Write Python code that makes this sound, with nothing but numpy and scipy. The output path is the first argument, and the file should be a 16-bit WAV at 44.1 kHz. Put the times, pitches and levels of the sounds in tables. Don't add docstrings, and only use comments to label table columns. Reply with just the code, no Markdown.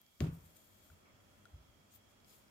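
import sys
import numpy as np
from scipy import signal
from scipy.fft import rfft, irfft
from scipy.io import wavfile

SR = 44100
rng = np.random.default_rng(int(sys.argv[2]) if len(sys.argv) > 2 else 0)


def log_audio(samples):
    frames = np.atleast_2d(samples).T
    limited = np.clip(frames, -1, 1)
    pcm = np.round(limited * 32767).astype(np.int16)
    wavfile.write(sys.argv[1], SR, pcm)


def level_to_linear(level):
    exponent = np.asarray(level, float) / 20
    return 10 ** exponent


N = 110250


def rms_one(x):
    return x / np.sqrt(np.mean(x ** 2) + 1e-20)


def at_hz(points, hz):
    table_hz, value = np.transpose(points)
    return np.interp(np.log(hz), np.log(table_hz), value)


def drift(rate):
    pole = np.exp(-80 * np.pi * rate / SR)
    white = rng.standard_normal(N // 40 + 2002)
    slow = signal.lfilter([1], [1, -2 * pole, pole * pole], white)[2000:]
    return np.interp(np.arange(N) / 40, np.arange(len(slow)), rms_one(slow))


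def ring(force, hz, t60):
    r, w = level_to_linear(-60 / (t60 * SR)), 2 * np.pi * hz / SR
    return signal.lfilter([0, np.sin(w)], [1, -2 * r * np.cos(w), r * r], force + 1e-18)


def resonance(x, hz, width_hz):
    r = np.exp(-np.pi * width_hz / SR)
    poles = [1, -2 * r * np.cos(2 * np.pi * hz / SR), r * r]
    return signal.lfilter([(1 - r * r) / 2, 0, (r * r - 1) / 2], poles, x)


def double_resonance(x, hz, width_hz):
    return resonance(resonance(x, hz, width_hz), hz, width_hz)


def pan(db):
    return level_to_linear(np.array([[db / 2], [-db / 2]]))


def room_noise():
    # frequency in Hz, left-right likeness from 0 to 1.
    likeness = [(60, 0.58), (180, 0.81), (550, 0.085), (1650, 0.13), (4970, 0), (15000, 0.054)]
    # frequency in Hz, phase by which left leads in radians.
    turn_rad = [(0, 0), (500, -0.07), (1400, -3), (16000, -1)]
    # frequency in Hz, left-right level difference in dB.
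    lean_db = [(60, 2.5), (240, -0.5), (950, -0.5), (3770, -2), (15000, -4)]
    hz = np.maximum(np.fft.rfftfreq(N, 1 / SR), 1)
    left, other = rfft(rng.standard_normal((2, N)))
    alike = np.clip(at_hz(likeness, hz), 0, 1)
    lean = level_to_linear(at_hz(lean_db, hz) / 2)
    right = alike * left + np.sqrt(1 - alike ** 2) * other
    right = right * np.exp(-1j * np.interp(hz, *np.transpose(turn_rad)))
    return irfft(np.array([left * lean, right / lean]), N)


def banded(spectrum, gain_db):
    white = [room_noise(), room_noise()]
    bottom, top = spectrum[0][0], spectrum[-1][0]
    edges = np.geomspace(bottom, top, int(2 * np.log2(top / bottom)) + 2)
    out = 0
    for k, (low, high) in enumerate(zip(edges, edges[1:])):
        hz = np.sqrt(low * high)
        band = signal.butter(2, [low, high], "band", fs=SR, output="sos")
        gain = level_to_linear(at_hz(spectrum, hz) + gain_db(hz))
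        out = out + gain * signal.sosfilt(band, white[k % 2])
    return out


def table():
    # start in seconds, force in dB, contact length in ms, tilt to upper modes in dB per octave.
    contacts = [(0.197, -59, 4.5, 14), (0.1987, -28.5, 8.64, -7), (0.2061, -33, 1.97, 4),
                (0.2097, -26.5, 4.03, -3), (0.21, -25.5, 12.8, -5.5), (0.2239, -35.9, 2.8, 0.7),
                (0.2293, -37.9, 6.6, 4), (0.2406, -40.5, 1.6, 0), (0.256, -37.5, 1.05, -3.8),
                (0.2583, -52.5, 14, -3), (0.2653, -37, 3.06, 0.5), (0.273, -43.5, 3.5, -3.8),
                (0.2875, -40, 3.52, 1), (0.2883, -32, 16.3, 10), (0.3136, -40.5, 5.8, -2),
                (0.3239, -47.5, 4.9, 7.5), (0.3697, -49, 5.4, 6), (0.3833, -68, 1.8, 7.5),
                (0.4184, -49, 9.2, 9), (0.444, -60, 6.9, -12), (0.555, -58, 24, 9),
                (0.8972, -48.5, 11.4, -1.9), (0.9108, -55.5, 8.5, -2), (0.9213, -66, 7.3, 9.0),
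                (1.126, -55, 10.4, 1), (1.5232, -45, 11.2, -11.5), (1.5362, -53.1, 12, -8),
                (1.5534, -52, 8.6, 8), (1.5745, -57, 12, -8), (1.591, -55, 10, -8.5),
                (1.6085, -67, 8.4, -11), (1.6325, -56, 23, -13), (1.6853, -55, 12.3, 14),
                (1.772, -62, 7.2, 1), (1.934, -61, 13, -1)]
    # frequency in Hz, level in dB, t60 in seconds.
    modes = [(55, -17.5, 0.18), (87.3, -3, 0.16), (115.5, -0.8, 0.073), (150.4, 2.3, 0.16),
             (166.2, -5, 0.38), (245, 3.8, 0.024), (261, -13, 0.26), (319, 3, 0.031), (389, 1, 0.028),
             (452, -20, 0.34), (550, -17, 0.12), (630, -11, 0.073), (745, -11.5, 0.083), (1130, -9, 0.052)]
    # frequency in Hz, share in dB.
    side_db = [(60, -22), (150, -19), (300, -18), (600, -2), (1100, -3)]
    # frequency in Hz, left-right level difference in dB.
    lean_db = [(55, -1.5), (90, -0.5), (150, 1), (300, 2.5), (600, -2), (1100, 6)]
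    out = np.zeros((2, N))
    for k, (hz, mode_db, t60) in enumerate(modes):
        force = np.zeros(N)
        for s, db, ms, tilt_db in contacts:
            push = np.hanning(int(ms * SR / 1000) + 2)
            start = int(s * SR)
            gain = level_to_linear(db + tilt_db * np.log2(hz / 150))
            force[start:start + len(push)] += gain * push / push.sum()
        mode = (-1) ** (k + 1) * level_to_linear(mode_db) * ring(force, hz, t60)
        quarter_turn = np.gradient(mode) * SR / (2 * np.pi * hz)
        side = level_to_linear(at_hz(side_db, hz)) * quarter_turn
        out += np.array([mode + side, mode - side]) * pan(at_hz(lean_db, hz))
    low_cut = signal.butter(3, 53, "high", fs=SR, output="sos")
    return signal.sosfilt(low_cut, out)


def knock_tail():
    # start in seconds, tail level in dB.
    knocks = [
        (0.205, -48),
        (0.238, -53),
        (0.266, -57),
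        (.285, -84),
    ]
    # frequency in Hz, tail density in dB per Hz.
    tail = [(260, -27), (450, 0), (517, -12), (1390, -10), (1540, -17), (2300, -12), (9000, -30),
            (11700, -56), (19800, -120)]
    # frequency in Hz, t60 in seconds.
    tail_t60 = [(300, 0.35), (1000, 0.36), (3000, 0.18), (9000, 0.21)]
    t = np.arange(N) / SR

    def decay_db(hz):
        power = 0
        for s, db in knocks:
            level = np.where(t > s, db - 60 * (t - s) / at_hz(tail_t60, hz), -200)
            power = power + level_to_linear(level) ** 2
        return 10 * np.log10(power)

    steady = np.sqrt(np.mean(banded(tail, lambda hz: 0) ** 2))
    return banded(tail, decay_db) / steady


def ticks():
    # start in seconds, peak in dB, pitch in Hz, t60 in seconds.
    snaps = [(.0154, -44, 13000, .0013), (.0158, -60, 6500, .001), (.0166, -55, 12500, .0017),
             (.0648, -52, 5000, .0016), (.0822, -62, 13500, .003), (.2029, -52, 2300, .0031),
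             (.20511, -23, 2480, .0012), (.20512, -36, 4100, .0011), (.20513, -43, 14600, .0018),
             (.20521, -37, 6900, .0046), (.2055, -49, 8800, .0021), (.2141, -57, 7000, .0041),
             (.2184, -53, 4400, .0041), (.4071, -57, 6000, .0021), (.5662, -52, 9000, .0008),
             (.5687, -51, 6000, .001), (.5688, -44, 10000, .0007), (.9007, -54.5, 1430, .017),
             (1.0981, -64, 2120, .017), (1.4541, -50, 1415, .024), (1.4546, -51, 3830, .0021),
             (1.4549, -57, 6000, .0014), (1.4553, -48.5, 8450, .0009), (2.2021, -59, 4000, .0031),
             (2.2461, -53.5, 5000, .0031), (2.4821, -58.5, 5000, .0031)]
    lag_ms = 0.061
    out = np.zeros(N)
    for s, db, hz, t60 in snaps:
        click = np.zeros(N)
        click[int(s * SR)] = level_to_linear(db)
        out += resonance(ring(click, hz, t60), hz, 6.9 / t60)
    late = np.interp(np.arange(N) - lag_ms * SR / 1000, np.arange(N), out)
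    return np.array([out, late]) * pan(7.5)


def stick_slip():
    slips_per_s, spread_db, likeness = 6000, 2.5, 0.059
    happens = rng.random((2, N)) < slips_per_s / SR
    size = level_to_linear(spread_db * np.minimum(rng.exponential(1, (2, N)), 3.5))
    slips = happens * size * rng.choice([-1, 1], (2, N))
    slips[1] = likeness * slips[0] + np.sqrt(1 - likeness ** 2) * slips[1]
    return slips


def peel_colour(slips, resonances):
    out = 0
    for k, (hz, width_hz, db) in enumerate(resonances):
        out = out + (-1) ** k * level_to_linear(db) * double_resonance(slips, hz, 1.23 * width_hz)
    return rms_one(out)


def rustle(slips):
    # middle in seconds, rise in seconds, fall in seconds, level in dB, dull share in dB.
    rubs = [(.08, 0.074, 0.12, -82, -6), (0.196, 0.0049, 0.0037, -90, 0), (.225, 0.015, 0.036, -68.5, 1.5),
            (.35, 0.018, 0.014, -68, -5), (.46, 0.05, 0.028, -73.5, -3.5),
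            (0.569, 0.0054, 0.0026, -63, -1.5), (.575, .012, 0.034, -75.5, 1.5),
            (.63, 0.26, 0.072, -72, -4.5), (.87, 0.15, 0.06, -73.5, 0), (1.37, 0.1, 0.066, -83.5, 3),
            (1.915, 0.011, 0.03, -82.5, 8.5), (1.957, 0.016, 0.011, -63.5, -5),
            (2.1, 0.013, 0.019, -80, 2.5), (2.3, 0.022, 0.044, -71, 2), (2.35, 0.027, 0.035, -70.5, -2),
            (2.42, .03, 0.043, -82.5, 3)]
    # frequency in Hz, width in Hz, level in dB.
    peel_bright = [(14760, 880, 14.5), (12220, 3850, 12)]
    # frequency in Hz, width in Hz, level in dB.
    peel_dull = [(7000, 1450, -0.5), (9470, 2130, -1.5), (5080, 3140, -10), (3050, 4060, -2.5)]
    t = np.arange(N) / SR
    bright_power = dull_power = 0
    for s, rise, fall, db, dull_db in rubs:
        span = np.where(t < s, rise, fall)
        stroke = level_to_linear(db) ** 2 * np.exp(-np.abs((t - s) / span) ** 1.46)
        bright_power = bright_power + stroke
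        dull_power = dull_power + stroke * level_to_linear(dull_db) ** 2
    bright = np.sqrt(bright_power) * peel_colour(slips, peel_bright)
    return bright + np.sqrt(dull_power) * peel_colour(slips, peel_dull)


def sizzle(slips):
    # middle in seconds, half length in seconds, level in dB, pitch in Hz, width in Hz.
    sizzles = [(0.217, .006, -63, 13500, 1200), (0.334, 0.018, -88, 11500, 900),
               (.46, .02, -73, 13140, 800), (0.596, 0.033, -80, 13900, 1199), (.67, 0.035, -76, 11900, 700),
               (.76, 0.055, -84, 13700, 1000), (0.85, 0.034, -76, 13600, 1000),
               (1.935, .015, -77, 6700, 900), (1.952, .012, -67, 14400, 1200),
               (2.298, 0.02, -85, 7000, 600), (2.308, .012, -72, 13600, 900), (2.31, 0.033, -78, 5350, 500),
               (2.336, 0.044, -80, 9100, 900), (2.355, 0.028, -80, 13500, 1800)]
    t = np.arange(N) / SR
    out = 0
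    for s, half, db, hz, width_hz in sizzles:
        swell = level_to_linear(db) * np.exp(-((t - s) / half) ** 2)
        out = out + swell * rms_one(double_resonance(slips, hz, width_hz))
    return out


def finger_slides():
    slips = stick_slip()
    flicker = level_to_linear(0.8 * drift(70))
    return flicker * pan(5) * (rustle(slips) + sizzle(slips))


def creak():
    # middle in seconds, half length in seconds, level in dB.
    s, half, db = (1.078, 0.039, -71)
    # frequency in Hz, width in Hz.
    creak_rings = [(1100, 340), (2250, 290)]
    air = room_noise()
    swell = level_to_linear(db) * np.exp(-((np.arange(N) / SR - s) / half) ** 2)
    return swell * rms_one(sum(double_resonance(air, hz, w) for hz, w in creak_rings))


def wavering_tones(air, rows):
    out = 0
    for hz, width_hz, db in rows:
        gain = level_to_linear(db + 1.1 * drift(3.6))
        out = out + gain * rms_one(double_resonance(air, hz, width_hz))
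    return out


def background():
    # frequency in Hz, hiss density in dB per Hz.
    hiss_spectrum = [(900, 4), (1400, -17), (2000, -4), (3000, -5), (4500, -1.5), (7000, -6), (10500, -9),
                     (15800, -7)]
    # frequency in Hz, rumble density in dB per Hz.
    rumble_spectrum = [(15, -42), (25, -10), (91, -0.5), (175, -8.5), (208, -1.5), (344, -8.5), (954, -13),
                       (1380, -15), (2500, -19), (3250, -58), (5500, -120)]
    # time in seconds, level in dB.
    load = [(0, -80), (.2, -80.5), (.24, -70), (.64, -75), (1.1, -72), (1.3, -72.5), (1.45, -72),
            (1.62, -73.5), (1.94, -74.5), (2.27, -73), (2.5, -73.5)]
    # frequency in Hz, width in Hz, level in dB.
    whines = [(3285, 195, -80.5), (5540, 6, -91.5), (7000, 1100, -85.5), (2297, 110, -88.5)]
    # frequency in Hz, width in Hz, level over load in dB.
    hums = [(203.2, 13.4, -6.5), (1284, 210, -8), (97.4, 25, -7.5), (283, 61, -15), (595, 158, -6)]
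    load_db = np.interp(np.arange(N) / SR, *np.transpose(load))
    hiss = level_to_linear(-75.5) * rms_one(banded(hiss_spectrum, lambda hz: 0.53 * drift(10)))
    rumble = level_to_linear(4) * rms_one(banded(rumble_spectrum, lambda hz: 0.73 * drift(30)))
    air = room_noise()
    whine = wavering_tones(air, whines)
    hum = wavering_tones(air, hums)
    return hiss + level_to_linear(load_db) * (rumble + hum) + whine


def scene():
    return table() + knock_tail() + ticks() + finger_slides() + creak() + background()


def band_limit(x):
    return signal.sosfilt(signal.butter(12, 16340, fs=SR, output="sos"), x)


def record(dry):
    top_cut = signal.cheby2(20, 60, 16250, fs=SR, output="sos")
    mix = signal.sosfilt(top_cut, dry)
    return band_limit(mix)


dry = scene()
out = record(dry)
log_audio(out)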